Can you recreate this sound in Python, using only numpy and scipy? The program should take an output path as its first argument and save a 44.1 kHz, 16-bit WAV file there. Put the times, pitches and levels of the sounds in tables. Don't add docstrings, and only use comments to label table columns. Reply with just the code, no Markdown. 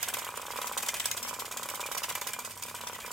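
import sys
import numpy as np
from scipy import signal
from scipy.fft import rfft, irfft
from scipy.io import wavfile
from scipy.ndimage import uniform_filter1d

SR = 44100
rng = np.random.default_rng(int(sys.argv[2]) if len(sys.argv) > 2 else 0)


def voltage_ratio(level):
    return 10 ** (np.asarray(level, float) / 20)


def unload_wav(signal):
    wavfile.write(
        sys.argv[1],
        SR,
        np.round(np.clip(np.atleast_2d(signal).T, -1, 1) * 32767).astype(np.int16),
    )


N = 137592


def level(x, db):
    return x * voltage_ratio(db) / np.sqrt(np.mean(x ** 2))


def ring(x, hz, width_hz):
    radius = np.exp(-np.pi * width_hz / SR)
    turn = 2 * np.pi * hz / SR
    return signal.lfilter([np.sin(turn)], [1, -2 * radius * np.cos(turn), radius ** 2], x)


def clicks(times, sizes):
    at = np.clip(np.ravel(times) * SR, 0, N - 1).astype(int)
    return np.bincount(at, np.ravel(sizes), N)


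def colour(x, table):
    hz, db = np.array(table, float).T
    f = np.maximum(np.arange(N // 2 + 1) * SR / N, 1)
    return irfft(rfft(x) * voltage_ratio(np.interp(np.log(f), np.log(hz), db)), N)


def walk(rate_hz):
    hold = int(SR / rate_hz)
    steps = np.repeat(rng.standard_normal(N // hold + 1), hold)
    smooth = uniform_filter1d(steps, hold)[:N]
    return smooth / smooth.std()


def tail(x, t60_s):
    t = np.arange(SR // 2) / SR
    echoes = rng.standard_normal(SR // 2) * 1000. ** (-t / t60_s)
    return signal.fftconvolve(x, echoes / np.sqrt(np.sum(echoes ** 2)))[:N]


# (frequency [Hz], level [dB per Hz])
AIR_COLOUR = [(30, -20), (70, -10), (180, -7), (400, -17), (16000, -25.5)]
# (frequency [Hz], width [Hz], level [dB])
HUM_BANDS = [(48.2, 4.2, -74.5), (238, 7.5, -65)]
# (time [s], level [dB])
DRONE_LEVEL = [(0, -62), (.15, -64), (.3, -66), (.85, -71), (1.1, -60), (1.3, -67.5), (2.05, -69),
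               (2.15, -63.5), (2.42, -69), (2.52, -61), (2.66, -64), (2.76, -60), (3.12, -72)]
AIR_DB, DRONE_HZ = -55, 96.4


def room_tone():
    air = level(colour(rng.standard_normal(N), AIR_COLOUR), AIR_DB)
    hum = 0
    for hz, width, db in HUM_BANDS:
        once = ring(rng.standard_normal(N), hz, width)
        hum = hum + level(ring(once, hz, width), db)
    turns = np.cumsum(DRONE_HZ * (1 + 0.03 * walk(5.54))) / SR
    swell = voltage_ratio(np.interp(np.arange(N) / SR, *np.array(DRONE_LEVEL).T))
    drone = np.sqrt(2) * swell * np.sin(2 * np.pi * turns)
    return air + hum + drone


DETUNE = 0.037


def tin(times, sizes, body, vary_db):
    gains = voltage_ratio(vary_db * rng.standard_normal((len(times), len(body))))
    out = 0
    for k, (hz, width, db) in enumerate(body):
        struck = sizes * gains[:, [k]]
        loudness = voltage_ratio(db) * np.sqrt(width / 300)
        for seat in range(3):
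            pitch = hz * (1 + DETUNE * np.sin(k + 2 * seat))
            out = out + loudness * ring(clicks(times[seat::3], struck[seat::3]), pitch, width)
    return out


# (frequency [Hz], level [dB], T60 [s])
TABLE_MODES = [(510, -7.5, 0.016), (597, -10.5, 0.024), (834, -21, 0.17), (984.3, -12, 0.15),
               (1024.3, -11, 0.1), (1130, -11, 0.051), (1246, -6.5, 0.042), (1072, -8, 0.028),
               (1423, -12, 0.051), (1319, -11, .03)]


def table_top(push, deep_push):
    out = 0
    for k, (hz, db, t60_s) in enumerate(TABLE_MODES):
        drive = deep_push if k < 2 else push
        out = out + voltage_ratio(db) * ring(drive, hz, np.log(1000) / np.pi / t60_s)
    return out


# (frequency [Hz], width [Hz], level [dB])
PANEL_MODES = [(1705, 290, 1), (2052, 62, 2.5), (2427, 23, 3), (2346, 87, -3), (3000, 710, 8),
               (3246, 110, -4.5)]
# (frequency [Hz], width [Hz], level [dB])
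PART_MODES = [(3740, 540, -10), (4850, 71, -13.5), (5270, 150, -16), (5900, 1130, -7), (6963, 400, -3.5),
              (7500, 160, -5.5), (8240, 400, -2), (9460, 850, -4.5), (11940, 2440, -1), (13900, 190, -13),
              (14000, 1200, -35)]
# (time [s], level [dB], share of the big panels [dB])
GEAR_LOAD = [(0, -43.5, 0.5), (.2, -48, 1), (.4, -49, 1.5), (.7, -46, -1.5), (.9, -43, -0.5),
             (1.2, -47.5, -2), (1.55, -51.5, -2), (1.9, -48, -1.5), (2.1, -50.5, 0.5), (2.4, -54, 0.5),
             (2.56, -51, -6), (2.75, -53, 1.5), (3.12, -49, 0)]
GEAR_DB, GEAR_PANEL_DB, GEAR_TABLE_DB = -1, -1.5, -18


def gears():
    draw = rng.random((320, 4, 40))
    times = (np.arange(len(draw))[:, None] + draw[:, 0]) * N / SR / len(draw)
    sign = np.sign(draw[:, 1] - .5)
    sizes = sign * voltage_ratio(-2.5 * np.log(draw[:, 2] + 0.0029) + 10 * draw[:, 3, :1])
    t, load_db, panel_db = np.array(GEAR_LOAD).T
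    now = np.arange(N) / SR
    load = voltage_ratio(np.interp(now, t, load_db))
    share = voltage_ratio(np.interp(now, t, panel_db))
    parts = level(tin(times, sizes, PART_MODES, 2.8), GEAR_DB)
    panels = level(tin(times, sizes, PANEL_MODES, 6.2), GEAR_PANEL_DB)
    teeth = clicks(times, sizes)
    table = level(table_top(teeth, teeth), GEAR_TABLE_DB)
    return load * (parts + share * panels + table)


# (time [s], level [dB])
EARLY_SHAKES = [(0.0297, -15), (0.039, -32), (0.0874, -17), (0.1409, -16.5), (0.1706, -23.5),
                (0.188, -23.5), (0.1912, -26), (0.1959, -25), (0.2494, -27), (0.305, -31), (0.3605, -31),
                (0.3745, -28.5), (0.4183, -27), (0.4592, -33.5), (0.4672, -26.5), (0.5122, -25.5),
                (0.5202, -28), (0.5642, -25.5), (0.5747, -25), (0.6177, -20), (0.6285, -26.5),
                (0.6728, -18), (0.68, -26.5), (0.6958, -33), (0.7242, -26.5), (0.7324, -30),
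                (0.7779, -19.5), (0.782, -23), (0.787, -33), (0.8266, -21), (0.833, -19), (0.8654, -22.5),
                (0.8878, -14), (0.944, -15), (1.0008, -14.5), (1.0586, -13), (1.1157, -16.5), (1.124, -34),
                (1.1701, -23), (1.1751, -18.5), (1.1831, -29), (1.2303, -18.5), (1.2376, -34),
                (1.2792, -30), (1.2852, -20.5), (1.2917, -24), (1.3399, -23.5), (1.3473, -27.5),
                (1.395, -26), (1.3988, -21), (1.4067, -23), (1.4559, -22.5), (1.4645, -23.5),
                (1.5157, -23.5), (1.5238, -22.5), (1.5333, -30.5), (1.574, -19)]
# (time [s], level [dB])
LATE_SHAKES = [(1.585, -34), (1.593, -32), (1.6323, -19), (1.6414, -32), (1.6906, -20), (1.7029, -22.5),
               (1.7478, -21.5), (1.757, -24), (1.8071, -20.5), (1.8158, -23.5), (1.8637, -22.5),
               (1.8706, -27.5), (1.9186, -20.5), (1.926, -27), (1.951, -23.5), (1.9794, -18), (1.9849, -22),
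               (2.036, -17), (2.0431, -18.5), (2.0927, -18), (2.101, -22.5), (2.1248, -27.5), (2.1546, -18),
               (2.1631, -29), (2.1826, -27), (2.215, -18.5), (2.2234, -32.5), (2.2727, -16.5),
               (2.2885, -23.5), (2.3362, -19.5), (2.3474, -33), (2.393, -22), (2.4023, -28), (2.451, -22),
               (2.4571, -25), (2.464, -31.5), (2.5101, -28.5), (2.519, -27.5), (2.577, -29.5),
               (2.6272, -22), (2.6368, -24), (2.664, -32), (2.6846, -26), (2.6979, -27.5), (2.7499, -24),
               (2.7638, -27), (2.8137, -24), (2.873, -24.5), (2.882, -32.5), (2.8885, -27.5), (2.9463, -33),
               (2.9567, -30), (3.0038, -26), (3.018, -34), (3.0632, -24.5), (3.0754, -34), (3.1174, -23.5)]
# (time [s], level [dB])
FORERUNNERS = [
    (1.9757, -24.5),
    (2.088, -34),
    (2.624, -33),
    (2.935, -33),
]
SHAKE_DB, PANEL_DB, CRACK_DB, SHAKE_TABLE_DB = -30, -11, -27, -25.5
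LEAD_S, SPREAD_S = .0034, .0026
TRAIL_DB, TRAIL_S = -7.5, .012


def rattle():
    t, db = np.array([*EARLY_SHAKES, *LATE_SHAKES, *FORERUNNERS]).T[:, :, None]
    draw = rng.random((2 * len(t), 4, 130))
    spread = np.vstack([0 * t + SPREAD_S, 0 * t + TRAIL_S])
    t = np.vstack([t, t])
    db = np.vstack([db, db + TRAIL_DB])
    chance = draw[:, 0] * np.roll(draw[:, 0], 1, axis=1) * np.roll(draw[:, 0], 2, axis=1)
    wait = -np.log(chance + 1e-9) / 2
    times = t - LEAD_S + spread * (1 + .4 * (draw[:, 3, :1] - .5)) * wait
    sizes = np.sign(draw[:, 1] - .5) * voltage_ratio(db - 2.11 * np.log(draw[:, 2] + 0.064) - wait)
    hits = clicks(times, sizes)
    crack = signal.lfilter([1, -1], 1, hits)
    load_t, _, load_panel_db = np.array(GEAR_LOAD).T
    share = voltage_ratio(PANEL_DB + np.interp(t, load_t, load_panel_db))
    parts = tin(times, sizes, PART_MODES, 3.41)
    panels = tin(times + .003, sizes * share, PANEL_MODES, 3.4)
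    table = voltage_ratio(SHAKE_TABLE_DB) * table_top(hits, hits)
    return voltage_ratio(SHAKE_DB) * (parts + voltage_ratio(CRACK_DB) * crack + panels + table)


# (time [s], level [dB], depth [dB])
EARLY_KNOCKS = [(0.0311, -39, 2), (0.0756, -29, -5), (0.1285, -30, -2), (0.144, -38, -4), (0.168, -26.5, 4),
                (0.1835, -28.5, -3), (0.2189, -28.5, -2), (0.2389, -29, -3), (0.2662, -26.5, -2),
                (0.2884, -24.5, -4), (0.3213, -33, 2), (0.3398, -27, -4), (0.3742, -25, 0),
                (0.3955, -28.5, 0), (0.4292, -31, 4), (0.4523, -29.5, -7), (0.4812, -28.5, 3),
                (0.5039, -25.5, -3), (0.5344, -27.5, 2), (0.5578, -25.5, -3), (0.587, -22.5, 2),
                (0.6152, -25.5, -5), (0.6428, -24.5, -4), (0.6664, -29, -7), (0.6938, -27.5, 1),
                (0.7131, -23.5, -6), (0.7511, -38, -5), (0.7673, -22, -3), (0.8056, -34, -5),
                (0.8322, -26.5, -4), (0.8713, -28.5, -16), (0.8882, -33, -14), (0.9336, -28.5, -6),
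                (0.9484, -46, -5), (0.9684, -42, -8), (0.9999, -36, -4), (1.0557, -33, 0),
                (1.1061, -31, -1), (1.1464, -29, 3), (1.1688, -29.5, 1), (1.1984, -33.5, 5),
                (1.2206, -31.5, 0), (1.2496, -27.5, 0), (1.2749, -30, -4), (1.3094, -27, 1),
                (1.3287, -26, -4), (1.364, -33, 6), (1.3874, -29, -1), (1.4202, -24.5, -2),
                (1.4455, -30.5, 3), (1.4795, -33, 7)]
# (time [s], level [dB], depth [dB])
LATE_KNOCKS = [(1.51, -30, 1), (1.5405, -30, -1), (1.5637, -29.5, 1), (1.5955, -27, 1), (1.6224, -28, -3),
               (1.6551, -29, 2), (1.6869, -31, -4), (1.7122, -28.5, 3), (1.7376, -27, -4),
               (1.7747, -31, -3), (1.7948, -23.5, -3), (1.8283, -26.5, 5), (1.8563, -27.5, 2),
               (1.8866, -28.5, 7), (1.9135, -24.5, -1), (1.9485, -25.5, 1), (1.966, -25.5, -14),
               (1.9838, -41, -3), (2.0187, -28, -4), (2.0413, -28, -4), (2.0832, -28.5, -2),
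               (2.1105, -25.5, -2), (2.1527, -26.5, -7), (2.1748, -28, 0), (2.2167, -26, 0),
               (2.2656, -28.5, 0), (2.2948, -34, 3), (2.3633, -32, -8), (2.3874, -26, -3),
               (2.4185, -36, -3), (2.4446, -34.5, 6), (2.4745, -31.5, 0), (2.5038, -39, 7),
               (2.5358, -45, -3), (2.5665, -34.5, -6), (2.597, -39, -3), (2.622, -37, -1),
               (2.6516, -33.5, 6), (2.6812, -35.5, 4), (2.7114, -33.5, 5.5), (2.7424, -28.5, -1),
               (2.8059, -31.5, -5), (2.8358, -28.5, 2), (2.8682, -29.5, -1), (2.8962, -27.5, 3),
               (2.9284, -31, 5), (2.9607, -32.5, -1), (2.9878, -28.5, -3.5), (3.0463, -29, 2),
               (3.078, -32, 5), (3.1053, -28.5, -5)]
KNOCK_DB, KNOCK_S, KNOCK_LAG_S = -4, 0.00032, 0.00098
BOUNCE_S, BOUNCE_DB = 0.004093, -10.5


def feet():
    t, db, deep_db = np.array([*EARLY_KNOCKS, *LATE_KNOCKS]).T
    late, strength = rng.standard_normal((len(t), 2)).T
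    t = t + KNOCK_LAG_S
    bounce_t = t + BOUNCE_S * (1 + 0.12 * late)
    pulse = np.exp(-(2 * np.arange(64) / SR / KNOCK_S - 2) ** 2)

    def push(knock_db):
        first = clicks(t, -voltage_ratio(knock_db))
        bounce = clicks(bounce_t, -voltage_ratio(knock_db + BOUNCE_DB + 3.3 * strength))
        return signal.lfilter(pulse / pulse.sum(), 1, first + bounce)

    return voltage_ratio(KNOCK_DB) * table_top(push(db), push(db + 0.8 * deep_db))


# (time [s], pitch [Hz], level [dB])
FREE_PANELS = [
    (.144, 2050, -39),
    (.889, 2030, -34),
    (1.832, 2400, -40),
    (2.041, 2410, -35),
    (2.104, 2040, -40.5),
]


def pings():
    out = 0
    for t, hz, db in FREE_PANELS:
        draw = rng.random((2, 6))
        taps = clicks(t + .008 * draw[0], voltage_ratio(db) * np.sign(draw[1] - .5))
        out = out + ring(taps, hz, 65)
    return out


# (frequency [Hz], level [dB])
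STEREO_WIDTH = [(60, -19), (300, -10), (1000, -9.5), (2400, -6.5), (4400, -1), (15000, -2)]
LOW_CUT_HZ, ROOM_T60_S, ROOM_DB = 446, 0.45, -10
NEAR_T60_S, RIGHT_DB = 0.023, 0.74


def scene():
    toy = gears() + rattle() + feet() + pings()
    toy = signal.sosfilt(signal.butter(3, LOW_CUT_HZ, "high", fs=SR, output="sos"), toy)
    mid = room_tone() + toy + voltage_ratio(ROOM_DB) * tail(toy, ROOM_T60_S)
    near = sum(tail(mid * walk(24.996), NEAR_T60_S) for _ in range(4))
    side = voltage_ratio(-8) * colour(near, STEREO_WIDTH)
    return np.array([mid + side, mid - side]) * voltage_ratio(np.array([[-RIGHT_DB], [RIGHT_DB]]))


def top_cut(x):
    return signal.sosfilt(signal.butter(12, 16050, fs=SR, output="sos"), x)


TOP_HZ = 15900


def record(dry):
    cut = signal.sosfilt(signal.ellip(10, .2, 70, TOP_HZ, fs=SR, output="sos"), dry)
    return top_cut(cut)


dry = scene()
out = record(dry)
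unload_wav(out)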